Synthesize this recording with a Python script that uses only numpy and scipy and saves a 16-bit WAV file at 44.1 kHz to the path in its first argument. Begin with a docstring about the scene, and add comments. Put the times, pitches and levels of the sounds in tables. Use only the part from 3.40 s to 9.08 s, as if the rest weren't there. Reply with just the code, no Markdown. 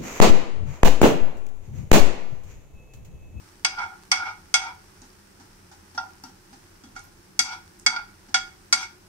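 """Bright clinks, short skids and soft touches of a steel spoon stirring seeds in hot oil in a non-stick pan.
The oil fizzes faintly with tiny bubbles and a few seeds pop, over the low rumble of stove and kitchen.
Blows ring the modes of pan and slotted spoon; skids drive the same modes by uneven slips.
Dipping in, the spoon rustles the seeds and the pan thuds on its stand. A phone hears it close by,
in a small kitchen."""
import sys
import numpy as np
from scipy import signal
from scipy.fft import rfft, irfft, next_fast_len
from scipy.io import wavfile
from scipy.ndimage import uniform_filter1d, minimum_filter1d, map_coordinates

SR = 44100
rng = np.random.default_rng(int(sys.argv[2]) if len(sys.argv) > 2 else 0)


def generate_wav(sig):
    """Save sig (samples, or channels by samples) to the path in sys.argv[1] as 16-bit PCM at SR."""
    pcm = np.round(np.clip(np.atleast_2d(sig).T, -1, 1) * 32767).astype(np.int16)
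    wavfile.write(sys.argv[1], SR, pcm)


N = 250488
RING_N = int(0.6 * SR)
RING_T = np.arange(RING_N) / SR
BASE_HZ, BASE_OCT = 1537, 0.27  # band of the pan's flat base: centre, width

# spoon modes (frequency [Hz], level [dB], nominal t60 [s], left-right [dB])
SPOON_MODES = [(4340, -33, 0.17, 3), (4556, -24, 0.16, 9), (4620, -20, 0.2, 4), (4740, -25, 0.16, 12),
               (4966, -25, 0.19, 10), (5100, -28, 0.24, 9), (5408, -27, 0.17, 9), (5617, -24, 0.16, 12),
               (5892, -23, 0.18, 6), (5962, -26, 0.19, 8), (6105, -25, 0.17, -3), (6239, -23, 0.15, 2),
               (6713, -36, 0.24, -5), (6896, -33, 0.22, -9), (7070, -33, 0.15, -10), (7300, -28, 0.16, -17),
               (7792, -34, 0.16, -19), (8300, -29, 0.15, -20), (8380, -29, 0.17, -20),
               (8974, -37, 0.14, -15), (9765, -43, 0.21, -12), (11022, -38, 0.14, -9)]


def amp(db):
    """Decibels to gain."""
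    return 10 ** (np.asarray(db) / 20)


def unit(x):
    """Scale to rms 1."""
    return x / np.sqrt(np.mean(x ** 2) + 1e-20)


def along(points, hz):
    """Interpolate (frequency [Hz], value) points on a log axis."""
    freqs, values = np.transpose(points)
    return np.interp(np.log(hz + 1), np.log(freqs + 1), values)


def near(hz, centre_hz, width_oct):
    """Bell curve in log frequency, 1 at the centre."""
    return np.exp(-(np.log2((hz + 1) / centre_hz) / width_oct) ** 2 / 2)


def tilt_db(db_per_oct, hz):
    """Tilt about the base band, flat in the bass."""
    return db_per_oct * np.log2(np.maximum(hz / BASE_HZ, 0.5))


def sides(balance_db):
    """Constant-power left and right gains."""
    gains = amp(np.array([balance_db, -balance_db]) / 2).reshape(2, -1)
    return gains / np.sqrt(np.mean(gains ** 2, axis=0))


def wobble(rate_hz, size):
    """Smooth random curve through rate_hz knots a second."""
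    knots = rng.standard_normal(size // 32)
    return map_coordinates(knots, [np.arange(size) * rate_hz / SR], mode="wrap")


def filtered(x, response):
    """Apply the gain response(hz)."""
    n = x.shape[-1]
    padded = next_fast_len(n + SR // 4)
    return irfft(rfft(x, padded) * response(np.fft.rfftfreq(padded, 1 / SR)), padded)[..., :n]


def shaped_noise(spectrum, size):
    """Stereo noise of rms 1 from (frequency [Hz], density [dB]) points."""
    return unit(filtered(rng.standard_normal((2, size)), lambda hz: amp(along(spectrum, hz))))


def dying(noise, t60s):
    """Decay each band by (frequency [Hz], t60 [s]) points."""
    hz, t, bands = signal.stft(noise, SR, nperseg=128)
    decay = amp(-60 * t / along(t60s, hz)[:, None])
    return signal.istft(bands * decay, SR, nperseg=128)[1][:, :noise.shape[-1]]


def add(track, time_s, sound):
    """Mix a sound into the track."""
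    part = track[:, round(time_s * SR):][:, :sound.shape[-1]]
    part += sound[..., :part.shape[-1]]


def ports(hz, balance_db):
    """Complex gain of one mode at the left and right microphone ports."""
    # lead of left over right (frequency [Hz], phase [rad])
    lead = [(900, .4), (1400, 1.1), (2200, 2.7), (3300, .8), (4600, 2.6)]
    return sides(balance_db) * np.exp(0.5j * np.array([[1], [-1]]) * along(lead, hz))


def kitchen(x, wet_db, build_s=0.0093):
    """Add the reflections of nearby walls and worktop."""
    # room decay (frequency [Hz], t60 [s])
    t60s = [(300, 0.39), (2000, 0.33), (6000, 0.28), (13000, 0.19)]
    tail = dying(rng.standard_normal((2, RING_N)), t60s) * (1 - np.exp(-(RING_T / build_s) ** 2))
    tail /= np.linalg.norm(tail[0])
    return x + amp(wet_db) * signal.fftconvolve(x, tail, axes=1)[:, :x.shape[-1]]


def rumble(level_db=-54.5):
    """Steady low noise of stove and kitchen, alike on both sides in the bass."""
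    # background (frequency [Hz], relative density [dB])
    spectrum = [(15, -22), (28, 8), (42, -8.5), (62, -5.5), (90, 6.5), (115, -5), (150, -5.5), (200, 1),
                (230, -11.5), (360, -0.5), (450, -12.5), (600, -15.5), (1500, -28.5)]
    # left-right likeness (frequency [Hz], correlation [1])
    correlation = [(60, .97), (130, .92), (290, .6), (640, 0)]

    def mid_side(hz):
        angle = np.arccos(along(correlation, hz)) / 2
        return amp(along(spectrum, hz)) * [np.cos(angle), np.sin(angle)]
    mid, side = filtered(rng.standard_normal((2, N)), mid_side)
    return amp(level_db) * unit(np.array([mid + side, mid - side]))


def oil(level_db=-57, bubbles_per_s=900, bubble_db=-6, swell_db=0.9):
    """Countless tiny bubbles burst around the seeds."""
    # fizz (frequency [Hz], relative density [dB])
    spectrum = [(100, -30), (600, -12.5), (850, -1), (1150, -4), (1450, -2), (2200, -7.5), (3600, -13),
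                (5500, -6), (7000, -13.5), (8500, -11), (11000, -17), (15000, -27)]
    # fizz direction (frequency [Hz], left-right [dB])
    balance = [(1300, -4.5), (2400, -1.5), (4600, 5), (6000, 15), (8100, -54), (15000, -32)]
    bursts = rng.random(N) < bubbles_per_s / SR
    bubbles = bursts * rng.standard_normal((2, N)) * amp(4.5 * rng.standard_normal(N))
    fizz = rng.standard_normal((2, N)) + amp(bubble_db) * unit(bubbles)
    fizz = unit(filtered(fizz, lambda hz: amp(along(spectrum, hz)) * sides(along(balance, hz))))
    return fizz * amp(level_db + swell_db * wobble(3.77, N))


def contact(strength_db, db_per_oct, cutoff_hz, base_db, lower_db, upper_db):
    """Drive [dB]: each contact has its own loudness, brightness, treble cutoff and place on the pan."""
    def drive_db(hz):
        wall_db = lower_db * near(hz, 2220, 0.075) + upper_db * near(hz, 3350, 0.075)
        place_db = base_db * near(hz, BASE_HZ, BASE_OCT) + wall_db
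        rolloff_db = 10 * np.log10(1 + (hz / cutoff_hz) ** 17)  # contact time cuts the treble
        return strength_db + tilt_db(db_per_oct, hz) + place_db - rolloff_db
    return drive_db


def pan_modes(lift_hz):
    """The spoon's pressure stiffens the base and shifts the modes in its band."""
    # free pan (frequency [Hz], level [dB], nominal t60 [s], left-right [dB])
    modes = [(764, -29, 0.36, 2), (850, -35, 0.22, 7), (914, -33, 0.25, 1), (980, -35, 0.22, 4),
             (1270, -35, 0.18, -3), (1350, -31, 0.2, -3), (1393, -19, 0.26, -6), (1418, -24, 0.22, -8),
             (1560, -38, 0.2, -4), (1910, -34, 0.15, -10), (2195, -16.5, 0.17, -13),
             (2241, -23.5, 0.22, -1), (2285, -29, 0.25, 0), (2760, -33, 0.17, 3), (3334, -22.5, 0.22, 11),
             (3445, -31, 0.2, 2), (3695, -32, 0.18, 5), (3900, -35, 0.16, 1)]
    return [(hz + lift_hz * near(hz, BASE_HZ, BASE_OCT), *rest) for hz, *rest in modes]


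def ring(modes, drive_db, damped_t60_s, free_db, free_scale, attack_s, scatter_db=1.3):
    """Modes drop fast under the spoon, then ring on; their phase wanders slightly as they sound."""
    t, out = RING_T, 0
    for hz, db, t60_s, balance_db in modes:
        decay = amp(-60 * t / damped_t60_s) + amp(free_db - 60 * t / (t60_s * free_scale))
        phase = rng.uniform(0, 2 * np.pi) + rng.normal(0, 0.5, (2, 1)) + 0.4 * wobble(60, RING_N)
        gain = ports(hz, balance_db) * amp(db + drive_db(hz) + rng.normal(0, scatter_db))
        out = out + np.abs(gain) * decay * np.sin(2 * np.pi * hz * t + phase + np.angle(gain))
    return out * (1 - np.exp(-t / attack_s))


def clash(drive_db, ring_scale, crack_t60_s=0.058, attack_s=0.00032, cluster_db=2.2):
    """A crack plus dense, short-lived modes, which each blow rings in its own clusters."""
    # dense modes (frequency [Hz], relative left [dB], relative right [dB])
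    spectrum = [(262, -29, -19), (577, -27, 25), (906, 22, 21), (1100, 16, 23), (1560, 15, 18),
                (2830, 16, 17.5), (4462, 14.5, 8), (4542, 29, 19.5), (6360, 13, 22), (7540, 1, 8),
                (8300, -0.5, 21), (10000, -9.5, 3), (14300, -11.5, -6)]
    # their decay (frequency [Hz], nominal t60 [s])
    t60s = [(800, 0.17), (2500, 0.2), (5500, 0.12), (12000, 0.078)]
    freqs, left_db, right_db = np.transpose(spectrum)
    shape = lambda hz: amp([along(np.c_[freqs, side_db], hz) for side_db in (left_db, right_db)])
    shape_rms = np.sqrt(np.mean(shape(np.arange(SR // 2)) ** 2))
    dense, crack = rng.standard_normal((2, 2, RING_N))
    burst = dying(dense, np.array(t60s) * [1, ring_scale]) + crack * amp(-60 * RING_T / crack_t60_s)
    knots_hz = np.arange(0, SR, 90)
    knots_db = cluster_db * rng.standard_normal(len(knots_hz))
    tint = lambda hz: amp(drive_db(hz) + np.interp(hz, knots_hz, knots_db))
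    burst = filtered(burst, lambda hz: shape(hz) / shape_rms * tint(hz))
    burst *= 1 - np.exp(-RING_T / attack_s)
    return signal.sosfilt(signal.butter(10, 720, "highpass", fs=SR, output="sos"), burst)


def tick(drive_db, gain_db=-16, t60_s=0.008):
    """The instant of steel meeting pan, before anything rings."""
    burst = rng.standard_normal((2, RING_N)) * amp(gain_db - 60 * RING_T / t60_s)
    burst = signal.sosfilt(signal.butter(4, [4300, 11000], "bandpass", fs=SR, output="sos"), burst)
    return filtered(burst, lambda hz: amp(drive_db(hz)))


def thud(level_db, hz, t60_s, wobble_rad, wobble_hz):
    """The pan jolts on its stand: a dull, unsteady tone."""
    phase = 2 * np.pi * hz * RING_T + wobble_rad * wobble(wobble_hz, RING_N)
    return np.sin(phase) * amp(level_db - 60 * RING_T / t60_s)


def clink(drive_db, ring_scale, lift_hz, ping_hz, ping_db, clash_db):
    """One contact rings pan and spoon; where the spoon is hit favours a narrow group of its modes."""
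    pan = ring(pan_modes(lift_hz), drive_db, damped_t60_s=0.13 * ring_scale,
               free_db=-10.5, free_scale=1.29 * ring_scale, attack_s=0.0017)
    spoon_drive_db = lambda hz: drive_db(hz) + ping_db * near(hz, ping_hz, width_oct=0.034)
    spoon = ring(SPOON_MODES, spoon_drive_db, damped_t60_s=0.12 * ring_scale,
                 free_db=-20, free_scale=0.6 * ring_scale, attack_s=0.0006)
    stand = thud(drive_db(BASE_HZ) - 50, hz=260, t60_s=0.26, wobble_rad=1.15, wobble_hz=111)
    impact = amp(clash_db) * clash(drive_db, ring_scale) + tick(drive_db)
    return kitchen(amp(-1) * (pan + spoon) + impact + stand, wet_db=-12.5)


def clinks():
    """The spoon strikes the pan and sometimes drops back lightly on the base."""
    # strikes (time [s], strength [dB], tilt [dB/oct], cutoff [Hz], base [dB], lower wall [dB],
    # upper wall [dB], ring scale [1], base lift [Hz], spoon ping [Hz], ping [dB], clash [dB])
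    blows = [(0.2469, -1.5, -0.04, 11600, -0.5, 1, -0.5, 0.61, 32, 4966, 13, -16.5),
             (0.716, -2.5, -0.4, 13200, 1, 3.5, 2.5, 0.58, 24, 5730, 19, -11.5),
             (1.14, 0.5, 1.37, 12100, -0.5, 4, 1, 0.82, 1, 6310, 5.5, -18.5),
             (2.577, -5.5, -6, 5600, 2.5, -25, -5.5, 0.72, 5, 5617, 16.5, -27.5),
             (2.837, -17, -4, 15000, -1, -19, -13, 0.6, -7, 5617, 12, -43),
             (3.436, -38, 1.5, 9000, 2, -7, 3.5, 1, 0, 4700, -1, -27),
             (3.563, -23.5, -1, 12000, 10.5, -1, -8, 0.94, 13.5, 4620, -6, -29),
             (3.9913, 1, 4, 14200, 6, -1, -0.5, 0.4, 6, 4720, 4, -25.5),
             (4.463, 0.5, 2.06, 8800, 6, 4.5, -1.5, 0.53, 25.5, 4620, 7.5, -21.5),
             (4.943, -0.5, 0.14, 9400, 4, -1, 4, 0.81, 31, 5090, 11.5, -19.5),
             (5.326, 2, 2, 14100, 4, -1.5, -5.5, 0.57, -5, 4820, 9.5, -20)]
    # drops after a blow (time [s], strength [dB], tilt [dB/oct])
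    rebounds = [(0.385, -17, -4), (2.611, -31, -5), (4.562, -12, 0.5)]
    out = np.zeros((2, N))
    for time_s, *stroke, ring_scale, lift_hz, ping_hz, ping_db, clash_db in blows:
        add(out, time_s, clink(contact(*stroke), ring_scale, lift_hz, ping_hz, ping_db, clash_db))
    for time_s, strength_db, db_per_oct in rebounds:
        drive_db = contact(strength_db, db_per_oct, cutoff_hz=5200, base_db=6, lower_db=0, upper_db=-2)
        sound = clink(drive_db, ring_scale=0.5, lift_hz=20, ping_hz=4630, ping_db=4, clash_db=-22)
        add(out, time_s, sound)
    return out


def stick_slip(slips_per_s=1200):
    """Uneven slips of the spoon's edge keep the modes sounding, the low ones most."""
    # friction drive (frequency [Hz], gain [dB])
    drive = [(500, 8), (850, 5.5), (1400, 3.5), (2200, -7.5), (3300, -12), (4600, -21), (5700, -20),
             (9000, -24.5)]
    slips = (rng.random(N) < slips_per_s / SR) * rng.standard_normal(N)
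    hz, body = np.fft.rfftfreq(SR // 2, 1 / SR), 0
    for mode_hz, db, t60_s, balance_db in [*pan_modes(lift_hz=16), *SPOON_MODES]:
        bandwidth_hz = np.log(1000) / (np.pi * t60_s)
        damping = 1j * hz * bandwidth_hz
        body = body + amp(db) * ports(mode_hz, balance_db) * damping / (mode_hz ** 2 - hz ** 2 + damping)
    highpass = 1 / (1 + (705 / (hz + 1)) ** 18)
    impulse = np.fft.fftshift(irfft(body * amp(along(drive, hz)) * highpass), axes=1)
    ringing = signal.fftconvolve(slips[None], impulse, axes=1)[:, SR // 2:][:, :N]
    ringing = np.pad(ringing, ((0, 0), (0, N - ringing.shape[1])))
    power = uniform_filter1d(np.mean(ringing ** 2, axis=0), size=SR // 40)
    return ringing / np.sqrt(np.abs(power) + 1e-12)  # friction holds the amplitude steady


def skid(vibration, start_s, rise_s, hold_s, pressure_db, db_per_oct, base_db):
    """The hand leans, holds and lifts; the edge rubs brighter than the back; the base sings if crossed."""
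    t = np.arange(N) / SR - start_s
    swell_db = 7.5 * np.clip(t / rise_s - 1, -1, 0)
    release_db = -366 * np.maximum(t - rise_s - hold_s, 0)
    force = (t > 0) * amp(pressure_db + swell_db + release_db)
    colour = lambda hz: amp(tilt_db(db_per_oct, hz) + base_db * near(hz, BASE_HZ, BASE_OCT))
    return force * filtered(vibration, colour)


def skids(gain_db=-2, grit_db=-8, judder_db=2):
    """The spoon slides over the pan: the modes sing and its edge rasps on the coating."""
    # slides (time [s], rise [s], hold [s], pressure [dB], tilt [dB/oct], base [dB])
    strokes = [(0.312, 0.021, 0.048, -36, -2.5, -3), (0.376, 0.01, 0.055, -28, -2, 1),
               (0.488, 0.037, 0.016, -51, -8.5, 8.5), (0.714, 0.0057, 0.059, -29, 2, -0.5),
               (0.794, 0.03, 0.0093, -29.5, -2.5, 4), (0.855, 0.015, 0.029, -29.5, -1, -1.5),
               (1.141, 0.084, 0.06, -31, -0.5, -3.5), (1.281, 0.018, 0.018, -54, -18, -6),
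               (2.581, 0.027, 0.035, -46.5, -16, -4), (4.04, 0.086, 0.008, -29, 2, -4.5),
               (4.494, 0.04, 0.054, -33.5, -1.5, 4), (5.35, 0.043, 0.042, -32, 5, -1)]
    # rasp (frequency [Hz], relative density [dB])
    grit_spectrum = [(400, -24), (700, -20), (810, 1), (920, -1.5), (1150, -16.5), (1500, -4.5),
                     (1900, -24), (2270, -1.5), (2600, -19), (4500, -20), (5700, -12.5), (7200, -51),
                     (15000, -69)]
    # skid direction (frequency [Hz], left-right [dB])
    balance = [(850, 3.5), (1400, 3.5), (2200, 2), (5700, 1.5), (8000, -5)]
    ringing = stick_slip()
    grit = shaped_noise(grit_spectrum, N) * amp(grit_db + judder_db * wobble(120, N))
    rub = amp(gain_db) * sum(skid(ringing + grit, *stroke) for stroke in strokes)
    return kitchen(filtered(rub, lambda hz: sides(along(balance, hz))), wet_db=-12)


def pops(gain_db=-12.5, t60_s=0.021):
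    """A bursting seed gives a tiny bright snap."""
    # seed bursts (time [s], relative level [dB], pitch [Hz])
    bursts = [(1.618, -29, 5600), (2.837, -32, 10800), (3.593, -28.5, 6500), (3.639, -36, 12500),
              (3.652, -37, 12300), (4.391, -36, 8250), (4.397, -30, 7000)]
    out = np.zeros((2, N))
    for time_s, db, pitch_hz in bursts:
        band = lambda hz: np.exp(-(np.log((hz + 1) / pitch_hz) / 0.28) ** 2 / 2)
        snap = unit(filtered(rng.standard_normal((2, RING_N)), band))
        add(out, time_s, snap * amp(gain_db + db - 60 * RING_T / t60_s))
    return kitchen(out, wet_db=-5)


def touches(thud_attack_s=0.0019):
    """The spoon shifts the oily seeds and nudges the pan on its stand."""
    # soft dips (time [s], thud [dB], rustle [dB], rustle rise [s])
    dips = [(1.618, -48, -53, 0.0053), (1.995, -49, -50.5, 0.0048), (2.314, -71, -47.5, 0.00066),
            (2.547, -48, -45.5, 0.0011), (2.836, -42.5, -49.5, 0.016), (3.127, -47, -49.5, 0.0023),
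            (3.436, -42.5, -53, 0.002), (3.55, -54, -45.5, 0.012), (4.886, -48.5, -51.5, 0.002)]
    # shifting seeds (frequency [Hz], relative density [dB])
    rustle_spectrum = [(500, -23), (800, 23), (1100, 6), (1400, 14), (2200, 2), (3500, 2), (5800, 8.5),
                       (9000, -4), (15000, -20.5)]
    out, t = np.zeros((2, N)), RING_T
    for time_s, thud_db, rustle_db, rise_s in dips:
        stand = thud(thud_db, hz=255, t60_s=0.24, wobble_rad=1.2, wobble_hz=76.7)
        add(out, time_s, stand * (1 - np.exp(-t / thud_attack_s)))
        rustle = shaped_noise(rustle_spectrum, RING_N) * amp(rustle_db + 0.67 * wobble(198, RING_N))
        t60_s = 0.26 + 10 * rise_s
        envelope = np.minimum(t / rise_s, 1) * amp(-60 * np.maximum(t - rise_s, 0) / t60_s)
        add(out, time_s, rustle * envelope)
    return out


def scene():
    """Spoon, pan, seeds, oil and kitchen together."""
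    return clinks() + skids() + pops() + touches() + oil() + rumble()


def record(dry):
    """The phone limits peaks to about full scale and cuts everything above 15.7 kHz."""
    needed_gain = np.minimum(1, 1 / (np.abs(dry).max(axis=0) + 1e-9))
    held_gain = minimum_filter1d(needed_gain, size=SR // 125)
    gain = uniform_filter1d(held_gain, size=SR // 250)
    return filtered(dry * gain, lambda hz: hz < 15700)


dry = scene()
out = record(dry)
generate_wav(out)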